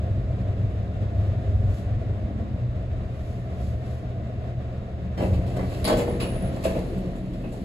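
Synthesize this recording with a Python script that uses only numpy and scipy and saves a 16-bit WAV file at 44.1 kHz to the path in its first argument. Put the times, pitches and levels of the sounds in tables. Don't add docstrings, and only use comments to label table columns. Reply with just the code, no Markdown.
import sys
import numpy as np
from scipy import signal
from scipy.fft import rfft, irfft, next_fast_len
from scipy.io import wavfile
from scipy.ndimage import uniform_filter1d

SR = 44100
rng = np.random.default_rng(int(sys.argv[2]) if len(sys.argv) > 2 else 0)


def digitize_waveform(pressure):
    field = np.atleast_2d(pressure).T
    bounded = np.clip(field, -1, 1)
    quanta = np.round(bounded * 32767).astype(np.int16)
    wavfile.write(sys.argv[1], SR, quanta)


N = 336924
T = np.arange(N) / SR
FFT_SIZE = next_fast_len(N)
HZ = np.fft.rfftfreq(FFT_SIZE, 1 / SR)
SLOWS_S, CREEPS_S, STOPS_S = 2.21, 3.17, 5.18


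def car():
    return floor() + walls() + direct(drone() + overtone() + hum())


def shaking_db(creep_db=-7, settle_db_per_s=2):
    ride_db = np.interp(T, [SLOWS_S, CREEPS_S], [0, creep_db])
    return ride_db - settle_db_per_s * np.maximum(T - STOPS_S, 0)


# peak_s, length_s, floor_db, walls_db, air_db
RAIL_BUMPS = [(0.25, 0.17, -30, -41, -56), (0.639, 0.12, -31.5, -31.5, -23),
              (1.205, 0.093, -49, -27.5, -23), (1.301, 0.074, -44.5, -33, -26),
              (1.541, 0.11, -31, -24.5, -23), (1.685, 0.12, -28, -25.5, -23.5),
              (1.932, 0.072, -30, -38.5, -23.5), (2.918, 0.44, -35.5, -33, -43),
              (3.677, 0.16, -35.5, -28.5, -37), (5.343, 0.19, -29.5, -24, -24.5)]
def bumps(part):
    column = ("floor", "walls", "air").index(part)
    return sum(amp(db[column]) * swell(peak_s, length_s) for peak_s, length_s, *db in RAIL_BUMPS)


# freq_hz, density_db
WALL_SPECTRUM = [(45, -37.5), (62, -9.5), (70, 2.5), (79, 6.5), (86, 0.5), (92, 0), (101, -2), (111, -7),
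                 (125, -28), (170, -70), (1000, -120)]
def walls(running_db=-32, coupling=0.29, drains_s=6.74, drain_db_per_s=22):
    level_db = running_db + coupling * shaking_db() - drain_db_per_s * np.maximum(T - drains_s, 0)
    boom = steadied(noise(colour(WALL_SPECTRUM)), span_s=0.25)
    return np.hypot(amp(level_db), bumps("walls")) * boom


# freq_hz, density_db
FLOOR_SPECTRUM = [(14, -11), (30, 14.5), (44, 14.5), (49, 20.5), (55, 27), (62, 18.5), (76, 16.5),
                  (130, -66), (1000, -100)]
# freq_hz, density_db
DOORWAY_SPECTRUM = [(12, -26), (25, -18), (35, -1.5), (48, -3), (60, -8), (75, -6), (130, -73),
                    (1000, -130)]
def floor(running_db=-36, coupling=0.61, doorway_db=-36, doorway_s=5.5):
    level = np.hypot(amp(running_db + coupling * shaking_db()), bumps("floor"))
    rumble = steadied(noise(colour(FLOOR_SPECTRUM)), span_s=0.18)
    doorway = amp(doorway_db) * (T >= doorway_s) * noise(colour(DOORWAY_SPECTRUM))
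    return level * rumble + doorway


def drone(running_db=-32.5, coupling=3.1, door_db=-8, throb_db=5):
    rolling, _ = door_drive()
    driven = np.hypot(amp(running_db + coupling * shaking_db()), amp(door_db) * rolling)
    driven *= flutter(throb_db, rate_hz=30)
    return np.hypot(driven, bumps("air")) * tone(99.45, waver_hz=1.65, rate_hz=9.3)


def overtone(running_db=-45, jolt_db=-31, door_db=-2, throb_db=5.5):
    rolling, _ = door_drive()
    driven = np.hypot(amp(running_db), amp(door_db) * rolling) * flutter(throb_db, rate_hz=11.5)
    jolt = amp(jolt_db) * swell(peak_s=RAIL_BUMPS[-1][0], length_s=0.26)
    return np.hypot(driven, jolt) * tone(182.5, waver_hz=3.7, rate_hz=10.2)


# time_s, level_db
HUM_LEVELS = [(0, -37), (0.35, -34.5), (1.1, -39.5), (1.65, -31.5), (2.4, -40), (2.62, -29), (3.0, -36),
              (4.1, -34), (4.6, -32), (5.0, -39), (5.35, -30.5), (6.7, -43.5), (7.64, -34.5)]
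def hum():
    depth_db = np.interp(T, [SLOWS_S, CREEPS_S], [4.1, 2.1])
    level = amp(curves(HUM_LEVELS)[0]) * flutter(depth_db, rate_hz=19)
    return level * tone(120.4, waver_hz=0.623, rate_hz=3.9)


# start_s, thud_db, clang_db, clack_db, clink_db, fizz_db, base_t60_s
FRAME_BLOWS = [(5.174, -29.5, -39.5, -53, -48.5, -53, 0.25), (5.2, -29, -45, -49.5, -57, -59, 0.46),
               (5.222, -30, -51, -57, -58, -62, 0.42), (5.331, -40, -54, -52, -50, -54, 0.3),
               (5.461, -39, -57, -56, -55, -57, 0.87), (5.563, -28.5, -41.5, -62, -54, -48, 0.11),
               (5.590, -32, -39.5, -64, -59, -64, 0.23), (5.628, -35, -44, -61, -58, -60, 0.1),
               (5.712, -40, -46, -50, -53, -53, 0.2), (5.736, -56, -61, -57, -47, -54, 0.2),
               (5.765, -41.5, -61, -58, -58, -62, 0.17)]
# pitch_hz, level_db, t60_s
FRAME_MODES = [(275.5, -4.5, 0.46), (378, -7, 0.51), (460, -11, 0.36), (617, -3, 0.36), (694, -3, 0.2),
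               (1507, -11, 0.6), (1670, -7, 0.28), (2050, -9, 0.37), (2700, 0, .6), (2735, -2, .5),
               (3100, 1, .3), (4230, -9, .35), (4420, -9, 0.31), (5400, -4, .3)]
def frame_clunks():
    return knocks(FRAME_BLOWS, FRAME_MODES, modes_db=-0.5, ring_slope=0.51,
                  tail_db=-36, tail_t60_s=0.53, rattle_db=1)


# start_s, thud_db, clang_db, clack_db, clink_db, fizz_db, base_t60_s
PANEL_BLOWS = [(5.847, -29, -40, -43, -34.5, -42, 0.54), (5.873, -24.5, -30, -47, -36.5, -34, 0.24),
               (5.896, -24, -33, -53, -39, -45, 0.15), (5.922, -26.5, -46, -48, -43, -53, 0.21),
               (5.969, -49, -48, -50, -50, -41.5, 0.26), (5.981, -28, -44, -48, -49, -47, 0.41),
               (6.002, -36.5, -47, -57, -57, -58, 0.25), (6.075, -31, -45.5, -63, -55, -60, 0.23),
               (6.199, -54, -37.5, -37, -38.5, -41.5, 0.3), (6.216, -35.5, -50, -47, -49.5, -56, 0.87),
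               (6.56, -35, -49, -64, -66, -66, 0.35)]
# pitch_hz, level_db, t60_s
PANEL_MODES = [(245.6, -1.5, 0.57), (341.4, -4, 0.97), (480, -4, 1), (586, -3, 0.42), (620, 1, 0.45),
               (809, -5, 0.32), (1110, 1.5, 0.39), (1520, -6, 0.5), (1720, -13, 0.46), (2180, -5, 0.45),
               (2660, -14, 0.5), (2830, -5, 0.35), (2900, -9, 0.32), (3330, -14, 0.5), (3370, -9, 0.36),
               (4140, -11, 0.35), (4570, -4, 0.25)]
def panel_clanks():
    return knocks(PANEL_BLOWS, PANEL_MODES, modes_db=-2, ring_slope=0.51,
                  tail_db=-24, tail_t60_s=0.91, rattle_db=0.4)


# start_s, thud_db, clang_db, clack_db, clink_db, fizz_db, base_t60_s
STOP_BLOWS = [(6.636, -34, -37.5, -41.5, -42.5, -40, 0.42), (6.648, -24.5, -43, -53, -48, -52, 0.22),
              (6.748, -29, -47, -54, -58, -73, 0.38), (6.975, -52, -69, -62, -60, -55, 0.24),
              (7.153, -51, -52, -66, -58, -56.5, 0.23), (7.331, -58, -62, -71, -53, -60, .2),
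              (7.438, -36.5, -49, -51, -66, -81, 0.27), (7.519, -40, -60, -70.5, -59, -56, 0.6)]
# pitch_hz, level_db, t60_s
STOP_MODES = [(461.5, -8.5, 0.95), (522.5, 1, 0.17), (578, -0.5, 0.17), (654, 0, 0.37), (1770, -17, 0.4),
              (2150, -11, .4), (2566, 1.5, 0.31), (2750, -7, .4), (3370, -11, 0.34), (3620, -7, .3),
              (4328, -9, .4)]
def end_stops():
    return knocks(STOP_BLOWS, STOP_MODES, modes_db=0.5, ring_slope=0.27,
                  tail_db=-19, tail_t60_s=0.87, rattle_db=0)


# freq_hz, density_db
STEEL_SPECTRUM = [(110, -37), (200, -1.5), (330, -1), (670, 0), (800, -7), (1000, -2.5), (1350, -14),
                  (2300, -13.5), (3400, -19.5), (4500, -24), (5800, -25), (8000, -19.5), (10200, -21.5),
                  (12000, -25), (15500, -36)]
def knocks(blows, modes, modes_db, ring_slope, tail_db, tail_t60_s, rattle_db):
    edges_hz = [900, 2480, 2920, 5500]
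    t60_scales = (1.12, 1.11, 0.89, 0.72, 0.69)
    lowpasses = [0] + [1 / (1 + (HZ / hz) ** 24) for hz in edges_hz] + [1]
    steel = colour(STEEL_SPECTRUM) * lifts(HANGER_RESONANCES) ** 0.086 * ripple(depth_db=4.5, width_hz=46)
    washes = [noise(steel * (upper - lower)) for lower, upper in zip(lowpasses, lowpasses[1:])]
    hardest_db = max(blow[1] for blow in blows)
    out = np.zeros((2, N))
    for start_s, *bands_db, base_t60_s in blows:
        span = slice(int(start_s * SR), min(int((start_s + 0.65) * SR), N))
        t = T[span] - T[span][0]
        levels = amp(bands_db)
        attack = rise(t, rise_s=0.0037)
        shaft_tail = amp(tail_db) * decay(t, tail_t60_s)
        for level, wash, scale in zip(levels, washes, t60_scales):
            envelope = attack * np.hypot(decay(t, base_t60_s * scale), shaft_tail)
            out[:, span] += level * envelope * wash[:, span]
        ring_db = modes_db + ring_slope * (bands_db[0] - hardest_db)
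        for (hz, db, t60_s), phase in zip(modes, rng.random((len(modes), 2, 1))):
            level = levels[np.searchsorted(edges_hz, hz)] * amp(db + ring_db)
            out[:, span] += level * attack * decay(t, t60_s) * np.sin(2 * np.pi * (hz * t + phase))
    return out * flutter(rattle_db, rate_hz=210)


# start_s, level_db
LATCH_HITS = [(5.8435, -2), (5.8505, 0.5), (5.875, -10)]
# centre_hz, width_hz, level_db, t60_s
LATCH_RESONANCES = [(2150, 550, -38.5, 0.17), (3370, 440, -45, 0.15), (4120, 150, -36, 0.16),
                    (4560, 260, -35.5, 0.15), (5000, 180, -41, 0.16), (10200, 330, -35.5, 0.19),
                    (11260, 500, -44, 0.15), (15100, 500, -60, 0.25)]
# freq_hz, density_db
SNAP_SPECTRUM = [(1500, 2.5), (3200, 1), (4400, 9.5), (5200, 6), (5800, -4), (8000, -6), (10400, 4.5),
                 (11500, -1), (15500, -14)]
def latch(snap_db=-24, snap_t60_s=0.018):
    ring = np.zeros((2, N))
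    for centre_hz, width_hz, db, t60_s in LATCH_RESONANCES:
        band = 0.5 ** ((2 * (HZ - centre_hz) / width_hz) ** 2)
        ring += amp(db) * struck(LATCH_HITS, t60_s) * noise(band)
    return ring + amp(snap_db) * struck(LATCH_HITS, snap_t60_s) * noise(colour(SNAP_SPECTRUM))


# time_s, roll_db, scrape_db
DOOR_LEVELS = [(5.25, -36.5, -52.5), (5.43, -37.5, -68.5), (5.6, -40, -56), (5.98, -37, -50),
               (6.15, -32.5, -63.5), (6.45, -41, -59), (6.8, -39, -53.5), (7.02, -36.5, -65),
               (7.3, -44.5, -66.5), (7.64, -41, -60.5)]
def door_drive(rise_s=0.023):
    return amp(curves(DOOR_LEVELS)) * np.clip((T - STOPS_S) / rise_s, 0, 1)


# freq_hz, density_db
ROLL_SPECTRUM = [(90, -3.5), (135, 3.5), (200, 0), (340, 3), (560, -7.5), (800, -13), (1300, -24),
                 (2400, -26), (4200, -31.5), (6000, -36), (10000, -37), (15000, -56)]
# freq_hz, density_db
SCRAPE_SPECTRUM = [(800, -27), (2000, 4), (4000, 8.5), (6000, 0.5), (9000, 4), (12000, 0.5), (15500, -20)]
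# centre_hz, width_hz, lift_db
HANGER_RESONANCES = [(357, 58, 7), (530, 35, 11), (1860, 110, 4), (2050, 110, 8.5), (2650, 330, 2.5),
                     (3580, 200, -2), (4300, 350, 4.5)]
def doors(ticks_per_s=22, tick_db=7, tick_t60_s=0.036):
    rolling, scraping = door_drive()
    hangers = lifts(HANGER_RESONANCES)
    rolling *= flutter(depth_db=0.5, rate_hz=39)
    roll = rolling * noise(colour(ROLL_SPECTRUM) * lifts(CABIN_RESONANCES) * hangers)
    grit = (rng.random(N) < ticks_per_s / SR) * rng.random(N) ** 2
    ticks = signal.lfilter([1], [1, -decay(1 / SR, tick_t60_s)], grit)
    scraping *= flutter(depth_db=1, rate_hz=290) * (1 + amp(tick_db) * ticks)
    return roll + scraping * noise(colour(SCRAPE_SPECTRUM) * hangers)


# peak_s, length_s, pitch_hz, level_db
SLIPS = [(6.103, 0.035, 10090, -52), (6.129, 0.0089, 10000, -49.5), (6.223, 0.025, 10520, -45),
         (6.276, 0.025, 10580, -49.5), (6.318, 0.049, 10420, -52), (6.387, 0.055, 10350, -54),
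         (6.431, 0.018, 10230, -46.5), (6.47, 0.022, 10230, -53)]
def squeal(echo_db=-3, echo_t60_s=0.3):
    slips = np.array([amp(db) * swell(peak_s, length_s) for peak_s, length_s, _, db in SLIPS]) + 1e-12
    level = slips.sum(0)
    pitch_hz = np.array([hz for _, _, hz, _ in SLIPS]) @ slips / level
    whistle = level * flutter(depth_db=2.5, rate_hz=140) * tone(pitch_hz, waver_hz=42, rate_hz=320)
    t = T[:SR // 4]
    tail = rng.standard_normal((2, len(t))) * decay(t, echo_t60_s)
    echo = signal.oaconvolve(whistle[None], tail / np.linalg.norm(tail[0]), axes=1)[:, :N]
    return direct(whistle) + amp(echo_db) * echo


# time_s, level_db
FAN_LEVELS = [(0, -36.5), (1.8, -36), (2.6, -38), (5.1, -38), (6.5, -33), (7.64, -43)]
# freq_hz, density_db
FAN_SPECTRUM = [(90, -12), (130, 5.5), (160, 2), (215, 0), (300, 0.5), (450, -2.5), (650, -1), (730, -1.5),
                (820, -15), (1200, -15.5), (2200, -20.5), (5000, -33), (6000, -37.5), (8500, -40),
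                (12300, -48.5), (15500, -70.5)]
# centre_hz, width_hz, lift_db
CABIN_RESONANCES = [(132.6, 27, 8.5), (211.1, 14.4, 10), (247, 18, 3.5), (408.5, 13, 6.5), (541, 26, 5.5),
                    (629.5, 18, 4.5), (669, 17, 5.5), (884, 31, 4), (1036, 99, 3.5), (1640, 40, 2.5),
                    (1805, 41, 3), (1930, 60, 2.5), (2140, 35, 2), (2640, 98, 4.5), (2940, 110, 2.5),
                    (3570, 73, 5), (3820, 220, 4)]
def fan():
    level = amp(curves(FAN_LEVELS)[0]) * flutter(depth_db=1, rate_hz=18)
    return level * noise(colour(FAN_SPECTRUM) * lifts(CABIN_RESONANCES))


# freq_hz, density_db
GUIDE_SPECTRUM = [(140, -36), (210, 10.5), (275, -1.5), (340, -2.5), (420, -14.5), (700, -19.5),
                  (1060, -23), (1300, -30), (4000, -51.5), (12000, -80.5)]
def guides(running_db=-45, braking_db=-38, eases_s=2.54, fade_s=0.12, creep_gain=0.52):
    level = np.hypot(amp(running_db), amp(braking_db) * swell(peak_s=2.4, length_s=0.62))
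    times_s = [eases_s, eases_s + fade_s, STOPS_S, STOPS_S + fade_s]
    rolling = np.interp(T, times_s, [1, creep_gain, creep_gain, 0])
    return level * rolling * noise(colour(GUIDE_SPECTRUM))


# freq_hz, density_db
LOBBY_SPECTRUM = [(70, -21), (126, 7.5), (160, -1), (235, 2), (320, 1), (430, -20), (800, -38), (3000, -32),
                  (9000, -72)]
def lobby(level_db=-37, start_s=5.95, full_s=6.5):
    gap = np.interp(T, [start_s, full_s], [0, 1])
    return amp(level_db) * np.sqrt(gap) * noise(colour(LOBBY_SPECTRUM))


# peak_s, length_s, level_db
CLOTH_SWISHES = [(1.22, 0.15, -67), (1.563, 0.27, -69), (1.773, 0.12, -56.5), (3.296, 0.3, -62),
                 (3.655, 0.17, -58), (3.926, 0.16, -60.5)]
# start_s, level_db
CLOTH_CREASES = [(3.858, -57.5), (3.906, -58)]
# freq_hz, density_db
CLOTH_SPECTRUM = [(800, -24.5), (2000, 0), (4000, -0.5), (6000, -4.5), (9000, -5.5), (11800, -9),
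                  (13300, -16.5), (15500, -44)]
def rustle():
    swishes = sum(amp(db) * swell(peak_s, length_s) for peak_s, length_s, db in CLOTH_SWISHES)
    level = np.hypot(swishes, struck(CLOTH_CREASES, t60_s=0.07))
    return level * flutter(depth_db=1, rate_hz=120) * noise(colour(CLOTH_SPECTRUM))


def ripple(depth_db, width_hz):
    bins = max(int(width_hz / HZ[1]), 2)
    pattern = rng.standard_normal((2, len(HZ)))
    pattern = unit(uniform_filter1d(uniform_filter1d(pattern, bins), bins))
    gain = amp(depth_db * pattern * HZ ** 2 / (HZ ** 2 + 700 ** 2))
    return gain / np.sqrt(uniform_filter1d(gain ** 2, size=4000))


# freq_hz, coherence, right_lag_rad
STEREO_IMAGE = [(60, .98, -.1), (110, .97, -.24), (160, .96, -.3), (260, .88, -.25), (400, .8, .05),
                (530, .86, -.2), (620, .94, -.65), (760, .9, -1.1), (950, .45, -2.4), (1150, .4, -5.3),
                (1500, .25, -4.5), (2000, .15, -7), (2700, .15, -9), (3500, .2, -11.5), (5500, .3, -15.8),
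                (6100, .35, -17.7), (6600, .75, -18.7), (7100, .93, -18.85), (7500, .82, -19.1),
                (8200, .75, -21.5), (9100, .995, -22), (9500, .98, -22.1), (10200, .75, -23.6),
                (10900, .92, -25), (11500, .99, -25.15), (12400, .65, -27), (13400, .98, -28.3),
                (14700, .6, -29.8), (15700, .98, -31.4)]
def stereo_widening(field, left_db=0.2, right_db=-0.2):
    coherence, lag_rad = curves(STEREO_IMAGE, HZ)
    left, unrelated = rfft(field, FFT_SIZE)
    right = (coherence * left + np.sqrt(1 - coherence ** 2) * unrelated) * np.exp(-1j * lag_rad)
    return irfft(np.array([amp(left_db) * left, amp(right_db) * right]))[:, :N]


def direct(wave):
    return np.array([wave, np.zeros(N)])


def amp(db):
    return 10 ** (np.asarray(db) / 20)


def unit(x):
    return x / np.sqrt(np.mean(x ** 2) + 1e-20)


def curves(rows, at=T):
    key, *columns = np.transpose(rows)
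    return [np.interp(at, key, column) for column in columns]


def colour(spectrum):
    hz, db = np.transpose(spectrum)
    return amp(np.interp(np.log(HZ + 1), np.log(hz), db))


def lifts(resonances):
    return amp(sum(db / (1 + (2 * (HZ - hz) / width_hz) ** 2) for hz, width_hz, db in resonances))


def noise(gain):
    real, imaginary = rng.standard_normal((2, 2, len(HZ)))
    return unit(irfft((real + 1j * imaginary) * gain)[:, :N])


def drift(rate_hz):
    times = np.linspace(0, T[-1], 8192)
    hz = np.fft.rfftfreq(len(times), times[1])
    spectrum = rfft(rng.standard_normal(len(times))) * np.exp(-(hz / rate_hz) ** 2)
    return np.interp(T, times, unit(irfft(spectrum)))


def flutter(depth_db, rate_hz):
    return amp(depth_db * drift(rate_hz))


def tone(pitch_hz, waver_hz, rate_hz):
    cycles = np.cumsum(pitch_hz + waver_hz * drift(rate_hz)) / SR
    return np.sqrt(2) * np.sin(2 * np.pi * (cycles + rng.random()))


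def steadied(x, span_s):
    power = uniform_filter1d(x ** 2, int(span_s * SR))
    return x / np.sqrt(abs(power) + 1e-9)


def swell(peak_s, length_s):
    return 0.5 ** ((2 * (T - peak_s) / length_s) ** 2)


def rise(t, rise_s):
    return 1 - np.exp(-t / rise_s)


def decay(t, t60_s):
    return amp(-60 * t / t60_s)


def struck(contacts, t60_s):
    t = T[:SR // 2]
    envelope = rise(t, rise_s=0.0004) * decay(t, t60_s)
    power = np.zeros(N)
    for start_s, db in contacts:
        power[int(start_s * SR):][:len(t)] += (amp(db) * envelope) ** 2
    return np.sqrt(power)


def scene():
    background = rfft(fan() + guides() + rustle() + lobby(), FFT_SIZE) * ripple(depth_db=2.4, width_hz=8)
    sliding = rfft(doors(), FFT_SIZE) * ripple(depth_db=5, width_hz=13)
    cabin = irfft(background + sliding)[:, :N]
    impacts = frame_clunks() + panel_clanks() + end_stops() + latch()
    return stereo_widening(car() + impacts + squeal() + cabin)


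def record(dry):
    lowpass = signal.firwin(511, 15750, window=("kaiser", 9), fs=SR)
    return signal.oaconvolve(dry, lowpass[None], "same")


dry = scene()
out = record(dry)
digitize_waveform(out)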